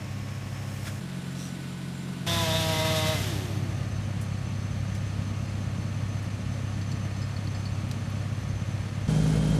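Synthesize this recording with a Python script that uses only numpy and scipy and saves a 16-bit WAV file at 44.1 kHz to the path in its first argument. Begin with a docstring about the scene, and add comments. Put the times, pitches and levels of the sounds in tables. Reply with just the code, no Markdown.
"""Diesel wood chipper at tree work, heard from five places in turn with hard cuts, at differing speeds.
Firing puffs ring its pipe over rumble, clatter and gear whine; a truck idles in the last three places.
In the third a two-stroke chainsaw cuts flat out (muffler tone, chain rasp, screech), then winds down.
A climber's steel rings clink, rope slides, gear knocks, leaves rustle and twigs snap."""
import sys
import numpy as np
from scipy import signal
from scipy.fft import rfft, irfft, next_fast_len
from scipy.io import wavfile

SR = 44100
rng = np.random.default_rng(int(sys.argv[2]) if len(sys.argv) > 2 else 0)


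def wav_out(sig):
    """Save sig, one row per channel (or a flat mono array), as 16-bit PCM at SR to the path in sys.argv[1]."""
    wavfile.write(sys.argv[1], SR, np.round(np.clip(np.atleast_2d(sig).T, -1, 1) * 32767).astype(np.int16))


N = 422919
T = np.arange(N) / SR

# truck exhaust: multiple of firing rate, level/dB
TRUCK_FAR = [(1, -77), (2, -52), (3, -71), (4, -46.5), (5, -55), (6, -46.5), (7, -49.5), (8, -52.5),
             (9, -67), (11, -61.5), (13, -76)]
TRUCK_NEAR = [(1, -67), (2, -33), (3, -56), (4, -32.5), (5, -60), (6, -47), (7, -53), (8, -44), (10, -59),
              (11, -59)]

# leaf rustle and swish: start/s, end/s, level/dB, rise/(dB/s), fall/(dB/s)
LEAF_BRUSHES = [(.78, .9, -52.5, 39, 35), (0.874, 0.874, -53, 550, 300)]
# resonances of sliding rope and knocking gear: f/Hz, width/Hz, level/dB
ROPE_MODES = [(4000, 700, -3), (5760, 520, 2), (7940, 280, -5), (9500, 4000, -18)]
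KNOCK_MODES = [(1550, 450, -6.5), (2080, 480, -1), (3300, 600, -7), (4700, 900, -12)]
# twig breaks: t/s, level/dB, f/Hz, width/Hz, t60/s
SNAPS = [(.905, -47, 2000, 2500, .04), (4.213, -44, 8800, 4070, 0.13), (4.949, -48, 5500, 3500, .16),
         (6.226, -51, 8000, 8000, 0.054), (6.917, -47, 4800, 1500, 0.077), (7.886, -47, 11000, 4000, .025),
         (7.913, -30.5, 4300, 2800, 0.02), (7.921, -44, 6000, 6000, .02), (8.1, -53, 12000, 4000, .04),
         (8.41, -58, 12500, 3000, .06)]
# steel ring modes: f/Hz, level/dB, free t60/s
STEEL_MODES = [(4350, -5, 0.16), (4400, 0.5, 0.16), (4640, -8, .08), (5060, -0.5, 0.27), (7400, -4, 0.21),
               (1795, -2.5, 0.15)]
# ring contacts: t/s, level/dB, bright mode/dB, top mode/dB, body mode/dB, t60 share, main mode f/Hz
CLINKS = [(5.47, -56, 2, 0, 0, 1, 4330), (6.814, -45, -16, -12, 0, .65, 4450),
          (6.917, -41.5, -15, -3, -4, .45, 4420), (7.165, -54, -6, 2, 0, .6, 4480),
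          (7.218, -48.5, 3, 0, 8, .9, 4410), (7.364, -46, -16, -14, -3, .7, 4420),
          (7.473, -44, -16, -14, -8, .25, 4470), (7.548, -48, 0, 0, 3, .85, 4400),
          (7.655, -40, -18, -16, -8, .75, 4420)]

# saw firing rate, sagging as the chain bites: t/s, f/Hz
CUT_SPEED = [(2.27, 169.4), (2.39, 167.6), (2.497, 159), (2.574, 162.3), (2.784, 157.4), (2.888, 159.4),
             (3.01, 156.5), (3.13, 157.6)]
# saw muffler, throttle open and shut: f/Hz, level/dB
MUFFLER_OPEN = [(158, -32.5), (316, -40), (475, -41), (560, -45), (640, -30.5), (795, -40), (845, -43),
                (950, -37.5), (1005, -36), (1110, -43.5), (1180, -51), (1270, -43), (1430, -60),
                (1600, -47), (1750, -47), (2200, -52), (2400, -55), (2600, -43), (2800, -50), (3000, -48),
                (4000, -53), (5600, -54)]
MUFFLER_SHUT = [(100, -55), (250, -48.5), (310, -37.5), (385, -40.5), (460, -55), (680, -48), (1200, -62),
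                (4000, -76)]
# lift of two partials in the cut: t/s, 4th/dB, 6th/dB
PARTIAL_LIFTS = [(2.28, -0.5, -5), (2.38, -3, 4.5), (2.47, 0, 1), (2.6, 0, -1), (2.7, 0, 1),
                 (2.75, -2.5, 3), (2.82, 3.5, 1), (2.88, -0.5, 1), (3.0, 5.5, -3), (3.05, 0, -1),
                 (3.13, 3.5, -6)]
# gas hiss and chain rasp: f/Hz, level/dB
RASP = [(150, -90), (400, -73.5), (700, -75), (880, -75.5), (1400, -72.5), (1900, -70.5), (2450, -72.5),
        (3100, -69), (3600, -69), (4300, -73), (6000, -74), (7500, -78), (11000, -81.5), (13000, -79.5),
        (15000, -115)]
# saw cover modes: f/Hz, width/Hz, level/dB
COVER_MODES = [(3400, 39, -53), (3540, 32, -54), (3790, 60, -55)]
# guide bar ringing: t/s, level/dB
BAR_LEVELS = [(2.27, -55), (2.35, -50), (2.5, -59), (2.66, -57), (2.75, -42), (2.84, -40), (3.01, -47),
              (3.07, -38), (3.125, -51), (3.17, -44), (3.3, -66)]
# chain screech, flaring at each bite: t/s, level/dB, f/Hz
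SCREECH = [(2.279, -39.5, 3520), (2.37, -41, 3540), (2.46, -43, 3620), (2.492, -54, 3580),
           (2.51, -41, 3640), (2.57, -37, 3660), (2.68, -50, 3480), (2.79, -44.5, 3660), (3.0, -42.5, 3622),
           (3.1, -43.5, 3700), (3.15, -46, 3690)]

# listening places and the chipper at each: start/s, end/s, firing rate/Hz, first firing/s,
# alternate cylinder/dB, puff scatter/dB, jitter/s, throb depth
PLACES = [(0, 1.001, 33.39, 0.0087, 0, -1, .00012, 0.2), (1.005, 2.27, 45.03, 0.0089, 1, 0.7, .00012, 0),
          (2.269, 6.295, 33.32, 0.022, -2, -0.2, 0.00013, 0.24),
          (6.3, 9.076, 33.31, .0303, -2, 0, 0.00012, 0.26), (9.08, 9.6, 52.02, .012, 0, 0.5, 0.00013, 0.04)]
# chipper exhaust, a list per view (trunk, trunk at speed, street, close): multiple of firing rate, level/dB
EXHAUSTS = [
    [(1, -64), (2, -72), (3, -37), (4, -38.5), (5, -68), (6, -44.5), (7, -62), (8, -60), (9, -55.5),
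     (11, -76), (16, -78)],
    [(1, -61), (2, -50.5), (3, -39.5), (4, -40), (5, -84), (6, -60), (8, -70), (9, -60.5), (12, -79)],
    [(1, -72), (2, -45), (3, -32), (4, -37.5), (5, -55.5), (6, -55), (7, -54), (8, -66), (9, -55.5),
     (11, -76)],
    [(1, -46), (2, -44), (3, -24.5), (4, -34.5), (5, -40.5), (6, -61), (7, -65), (8, -47), (9, -47.5),
     (10, -58), (12, -56), (13, -69), (16, -60)],
]
# gear and pump whines, same views: f/Hz, width/Hz, level/dB
WHINES = [
    [(1094, 5.4, -58), (1803, 11, -62), (5310, 35, -62.5)],
    [(640.5, 5, -60.5), (1490, 4.1, -59.5), (7270, 67, -63)],
    [(246.4, 2, -58), (1114, 2.2, -60.5), (1235, 51, -57.5), (1791, 17, -61), (4130, 13, -67.5),
     (4390, 34, -64.5), (6140, 42, -60)],
    [(2160, 8.5, -60), (3160, 61, -54), (4300, 246, -60), (6100, 154, -59), (10400, 760, -57.5)],
]
# rumble, fan and clatter: f/Hz, level/dB
ROAR_TRUNK = [(25, -95), (55, -60.5), (150, -60.5), (240, -66), (330, -73.5), (400, -79), (560, -74.5),
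              (1000, -81.5), (2500, -82), (4000, -90), (6500, -90), (9500, -98), (12500, -101.3),
              (15000, -106)]
ROAR_FAST = [(25, -104), (55, -76), (150, -62.5), (240, -62.5), (330, -69), (400, -77), (560, -79.5),
             (1000, -81), (2500, -83.5), (4000, -86), (6500, -93.5), (9500, -93), (12500, -100.8),
             (15000, -109)]
ROAR_STREET = [(25, -103), (55, -60.5), (150, -54.5), (240, -63.5), (330, -72.5), (380, -77.5), (560, -73),
               (1000, -81), (2500, -82), (4000, -89), (6500, -92), (9500, -97.5), (12500, -105.3),
               (15000, -120)]
ROAR_CLOSE = [(25, -92), (55, -62), (150, -49), (240, -58), (330, -67), (380, -70), (490, -63.5),
              (600, -66.5), (700, -69.5), (830, -71), (1000, -77), (1400, -75.5), (2000, -80),
              (4000, -82.5), (6500, -85), (9500, -88.5), (12500, -103.7), (15000, -120)]
# chipper half orders: multiple of firing rate, level/dB
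LOPE_FAR = [(1.5, -62), (2.5, -57), (3.5, -55), (4.5, -61.5), (5.5, -52), (6.5, -59.5), (7.5, -61.5),
            (8.5, -69.5)]
LOPE_NEAR = [(1.5, -62), (2.5, -41), (3.5, -37), (4.5, -50), (5.5, -40.5), (6.5, -51), (7.5, -54),
             (9.5, -57), (10.5, -66)]

RELEASE_S = 3.135  # saw trigger let go


def amp(db):
    """dB to gain."""
    return 10 ** (np.asarray(db) / 20)


def unit(x):
    """Scale to rms 1."""
    return x / np.sqrt(np.mean(x ** 2))


def white(count):
    """Noise, 0 dB per Hz."""
    return rng.standard_normal(count) * np.sqrt(SR / 2)


def walk(count, rate_hz):
    """Random wander, rms 1."""
    knots = np.arange(count) * rate_hz / SR
    return unit(np.interp(knots, np.arange(4096), rng.standard_normal(4096)))


def phase(hz):
    """Running phase in rad."""
    return 2 * np.pi * np.cumsum(hz) / SR


def spectrum_db(hz, points):
    """Interpolate (f/Hz, level/dB) on a log axis; -18 dB/octave past the ends."""
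    f, db = np.transpose(points)
    octave, known = np.log2(np.maximum(hz, 1)), np.log2(f)
    return np.interp(octave, known, db) - 18 * np.abs(octave - np.clip(octave, known[0], known[-1]))


def colour(x, points):
    """Minimum-phase filter with the given spectrum."""
    size = 2 * next_fast_len(len(x) // 2 + 4096)
    cepstrum = irfft(np.log(amp(spectrum_db(np.fft.rfftfreq(size, 1 / SR), points))))
    cepstrum[1:size // 2] *= 2
    cepstrum[size // 2 + 1:] = 0
    return irfft(rfft(x, size) * np.exp(rfft(cepstrum)))[:len(x)]


def ring(x, modes):
    """Drive resonances (f/Hz, width/Hz, rms/dB) with x."""
    return sum(amp(db) * unit(signal.lfilter(*signal.iirpeak(hz, hz / min(width_hz, SR / 4), SR), x))
               for hz, width_hz, db in modes)


def swell(start_s, end_s, db, rise_db_per_s, fall_db_per_s):
    """Gain that rises, holds from start to end, falls."""
    early_s, late_s = np.maximum(start_s - T, 0), np.maximum(T - end_s, 0)
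    return amp(db - rise_db_per_s * early_s - fall_db_per_s * late_s)


def gate(t, place, edge_s=.0086):
    """1 while the listener is at this place."""
    return np.clip(np.minimum(t - place[0], place[1] - t) / edge_s + .5, 0, 1) ** .5


def firings(t, hz, first_s):
    """Firing numbers within t."""
    return np.arange(np.ceil((t[0] - first_s) * hz), (t[-1] - first_s) * hz)


def pipe(t, hz, puff_s, gains, orders):
    """Puffs ring an exhaust pipe."""
    at = np.clip((puff_s - t[0]) * SR, 0, len(t) - 1).astype(int)
    puffs = np.bincount(at, gains, len(t)) * SR / hz / np.sqrt(2)
    return colour(puffs, [(order * hz, db) for order, db in orders])


def diesel(t, hz, first_s, orders, alternate_db, scatter_db, jitter_s):
    """One puff per firing, scattered in time and level; every other one offset in level."""
    k = firings(t, hz, first_s)
    timing, strength = rng.standard_normal((len(k), 2)).T
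    gains = amp(alternate_db * (k % 2) + scatter_db * strength)
    return pipe(t, hz, first_s + k / hz + jitter_s * timing, gains, orders)


def truck(t, hz, orders):
    """A second diesel idles evenly."""
    return diesel(t, hz, 0, orders, alternate_db=-1, scatter_db=.5, jitter_s=.0001)


def leaves():
    """Brushed leaves crackle."""
    crackle = ring(white(N) * amp(1.3 * walk(N, 900)), [(7260, 6500, 0)])
    return crackle * sum(swell(*brush) for brush in LEAF_BRUSHES)


def rope(braid_hz=115):
    """Rope braid buzzes through a ring."""
    friction = white(N) * (1 + .5 * np.sin(2 * np.pi * braid_hz * T))
    return ring(friction, ROPE_MODES) * swell(1.39, 1.46, -51, 400, 200)


def gear_knock():
    """Climbing gear scuffs and knocks on the trunk."""
    scuff = white(N) * amp(2.5 * walk(N, 500))
    return ring(scuff, KNOCK_MODES) * swell(.873, .882, -40.5, 550, 700)


def twigs():
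    """Each break is a ragged burst; the air dulls its top."""
    out, t = np.zeros(N), T[:SR // 4]
    for start_s, db, hz, width_hz, t60_s in SNAPS:
        crack = ring(white(len(t)), [(hz, width_hz, db)]) * amp(1.7 * walk(len(t), 610))
        out[int(start_s * SR):][:len(t)] += crack * amp(-60 * t / t60_s)
    return signal.sosfilt(signal.butter(3, 13200, fs=SR, output="sos"), out)


def clinks(scrape_t60_s=.05, chatter_db=2.6, detune=.006):
    """Steel rings scrape, then ring and chatter; shorter when the rope holds them."""
    out, t = np.zeros(N), T[:SR // 3]
    for start_s, db, bright_db, top_db, body_db, share, main_hz in CLINKS:
        clink = ring(white(len(t)), [(4450, 1000, -6)]) * amp(-60 * t / scrape_t60_s)
        for (hz, mode_db, t60_s), strike_db in zip(STEEL_MODES, (0, 0, 0, bright_db, top_db, body_db)):
            gain = amp(mode_db + strike_db + chatter_db * walk(len(t), 230) - 60 * t / (t60_s * share))
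            mode_hz = hz * main_hz / STEEL_MODES[1][0] * (1 + detune * walk(len(t), 300))
            clink += gain * np.sin(phase(mode_hz))
        out[int(start_s * SR):][:len(t)] += amp(db) * clink
    return out


def house_echo(x, db=-15, delay_s=.05, t60_s=.45):
    """Add the scattered echo of house fronts."""
    t = T[:SR // 2]
    tail = rng.standard_normal(len(t)) * amp(-60 * t / t60_s) * (t > delay_s)
    return x + amp(db) * signal.fftconvolve(x, tail / np.sqrt(np.sum(tail ** 2)))[:len(x)]


def guide_bar(t, mode_hz=2050, flutter_db=2.5):
    """The rubbing chain rings one wavering bar mode."""
    hz = mode_hz * (1 + .004 * walk(len(t), 119.4))
    tone = unit(amp(flutter_db * walk(len(t), 110)) * np.sin(phase(hz)))
    return tone * amp(np.interp(t, *np.transpose(BAR_LEVELS)))


def screech(t, hz, partials, bursts, half_width_hz=190, grit_db=-8):
    """A chain resonance slides over the engine partials, with grit around it."""
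    times_s, db, centres_hz = np.transpose(SCREECH)
    centre_hz = np.interp(t, times_s, centres_hz)
    pitched = sum(partial * np.exp(-.5 * ((k * hz - centre_hz) / half_width_hz) ** 2)
                  for k, partial in enumerate(partials, 1))
    low_noise = signal.sosfilt(signal.butter(2, half_width_hz, fs=SR, output="sos"), bursts)
    grit = low_noise * np.cos(phase(centre_hz))
    return unit(unit(pitched) + amp(grit_db) * unit(grit)) * amp(np.interp(t, times_s, db))


def saw_drive(t, idle_hz=46.1, coast_s=.33, shut_s=.068, hold_s=.23, fade_db_per_s=28.5):
    """Flat out until release; the throttle shuts, the engine coasts to idle and fades."""
    since_s = np.maximum(t - RELEASE_S, 0)
    cut_hz = np.interp(t, *np.transpose(CUT_SPEED))
    hz = idle_hz + (cut_hz - idle_hz) * np.exp(-since_s / coast_s)
    throttle = np.clip(1 - since_s / shut_s, 0, 1)
    return hz, throttle, amp(-fade_db_per_s * np.maximum(since_s - hold_s, 0))


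def saw_muffler(t, hz, turns, throttle):
    """Firing harmonics, fluttering more up high: muffled tone and raw partials."""
    times_s, fourth_db, sixth_db = np.transpose(PARTIAL_LIFTS)
    lift_db = {4: np.interp(t, times_s, fourth_db), 6: np.interp(t, times_s, sixth_db)}
    tone, partials = 0, []
    for k in range(1, 37):
        flutter_db = (.9 + .5 * k * hz / 1000) * walk(len(t), 69.9)
        partial = np.sqrt(2) * amp(flutter_db - .5) * np.cos(2 * np.pi * (k * turns + rng.random()))
        open_db = spectrum_db(k * hz, MUFFLER_OPEN) + lift_db.get(k, 0)
        shut_db = spectrum_db(k * hz, MUFFLER_SHUT)
        tone += partial * amp(throttle * open_db + (1 - throttle) * shut_db)
        partials.append(partial)
    return amp(-2.5) * tone, partials


def saw_bursts(turns, throttle, cutters_per_turn=3):
    """Gas noise pulses each turn, chopped by the passing cutters."""
    gas = 2 + np.exp(-(turns % 1) / .47)
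    cutters = 1 + .22 * throttle * np.cos(2 * np.pi * cutters_per_turn * turns)
    return white(len(turns)) * unit(gas * cutters) * amp(.57 * walk(len(turns), 400))


def chainsaw(rasp_db_per_octave=10.5, covers_db_per_octave=12):
    """Two-stroke saw; rasp and cover ringing follow speed, covers ring less out of the cut."""
    running = (T > CUT_SPEED[0][0] - .3) & (T < RELEASE_S + 1.5)
    t = T[running]
    hz, throttle, fade = saw_drive(t)
    octaves = np.log2(hz / CUT_SPEED[-1][1])
    unrest = .00304 * throttle + .022 * (1 - throttle)  # teeth shake it; off throttle it stumbles
    hz = hz * (1 + unrest * walk(len(t), 90))
    turns = np.cumsum(hz) / SR
    tone, partials = saw_muffler(t, hz, turns, throttle)
    bursts = saw_bursts(turns, throttle)
    rasp = colour(bursts, RASP) * amp(-.8 + rasp_db_per_octave * octaves + .7 * walk(len(t), 59.6))
    covers = ring(unit(sum(partials)) + unit(bursts), COVER_MODES)
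    covers *= amp(-12 + covers_db_per_octave * octaves - 5 * (1 - throttle))
    out = np.zeros(N)
    out[running] = fade * (tone + rasp + covers + guide_bar(t)
                           + throttle * screech(t, hz, partials, bursts))
    return house_echo(out)


def whistle(centre_hz=3182):
    """A thin tone in the machines swells and sinks."""
    hz = centre_hz * (1 + .0014 * walk(N, 40))
    return np.sqrt(2) * np.sin(phase(hz)) * swell(9.46, 9.52, -53, 70, 130)


def whine(count, hz, width_hz, db):
    """Gear tone widened by phase drift; higher ones flutter more."""
    drift_rad = np.sqrt(2 * np.pi * width_hz / SR) * np.cumsum(rng.standard_normal(count))
    flutter = amp((1.2 + .8 * hz / 1000) * walk(count, 90))
    return amp(db) * unit(np.tanh(flutter / 2) * np.sin(2 * np.pi * hz * T[:count] + drift_rad))


def lope(t, place, orders):
    """Two unlike cylinders: the chipper's chug repeats every second firing."""
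    hz, first_s = place[2:4]
    k = firings(t, hz, first_s)
    return pipe(t, hz, first_s + k / hz, 1 - 2 * (k % 2), orders)


def chipper(t, place, orders, roar, whines, split_hz=300):
    """Diesel exhaust, rumble throbbing with the firings, light clatter, whines."""
    hz, first_s, alternate_db, scatter_db, jitter_s, throb = place[2:]
    count, cycles = len(t), (t - first_s) * hz
    exhaust = diesel(t, hz, first_s, orders, alternate_db, scatter_db, jitter_s)
    noise = colour(white(count), roar)
    lows = signal.sosfiltfilt(signal.butter(2, split_hz, fs=SR, output="sos"), noise)
    rumble = amp(-3) * lows * unit(1 + throb * np.cos(2 * np.pi * (cycles - .26)))
    clatter_db = .17 * np.cos(4 * np.pi * cycles) + .56 * walk(count, 150) + .22 * walk(count, 5)
    clatter = (noise - lows) * amp(clatter_db)
    return exhaust + rumble + clatter + sum(whine(count, *line) for line in whines)


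def scene(truck_far_hz=29.24, truck_near_hz=29.4):
    """Saw and climb over the machines at each place in turn; mono."""
    out = gate(T, PLACES[2]) * chainsaw() + gate(T, PLACES[4]) * whistle()
    out += clinks() + twigs() + gate(T, PLACES[0]) * leaves() + rope() + gear_knock()
    trunk, fast, street, close = zip(
        EXHAUSTS, (ROAR_TRUNK, ROAR_FAST, ROAR_STREET, ROAR_CLOSE), WHINES,
        (None, None, LOPE_FAR, LOPE_NEAR),
        (None, None, (truck_far_hz, TRUCK_FAR), (truck_near_hz, TRUCK_NEAR)))
    for place, view in zip(PLACES, (trunk, fast, street, street, close)):
        orders, roar, whines, half_orders, truck_idle = view
        span = (T > place[0] - .1) & (T < place[1] + .1)
        t = T[span]
        machines = chipper(t, place, orders, roar, whines)
        if truck_idle:
            machines += lope(t, place, half_orders) + truck(t, *truck_idle)
        out[span] += gate(t, place) * machines
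    return out[None]


def record(dry, top_hz=15000):
    """Steep low-pass."""
    return signal.sosfilt(signal.ellip(8, .2, 70, top_hz, fs=SR, output="sos"), dry)


dry = scene()
out = record(dry)
wav_out(out)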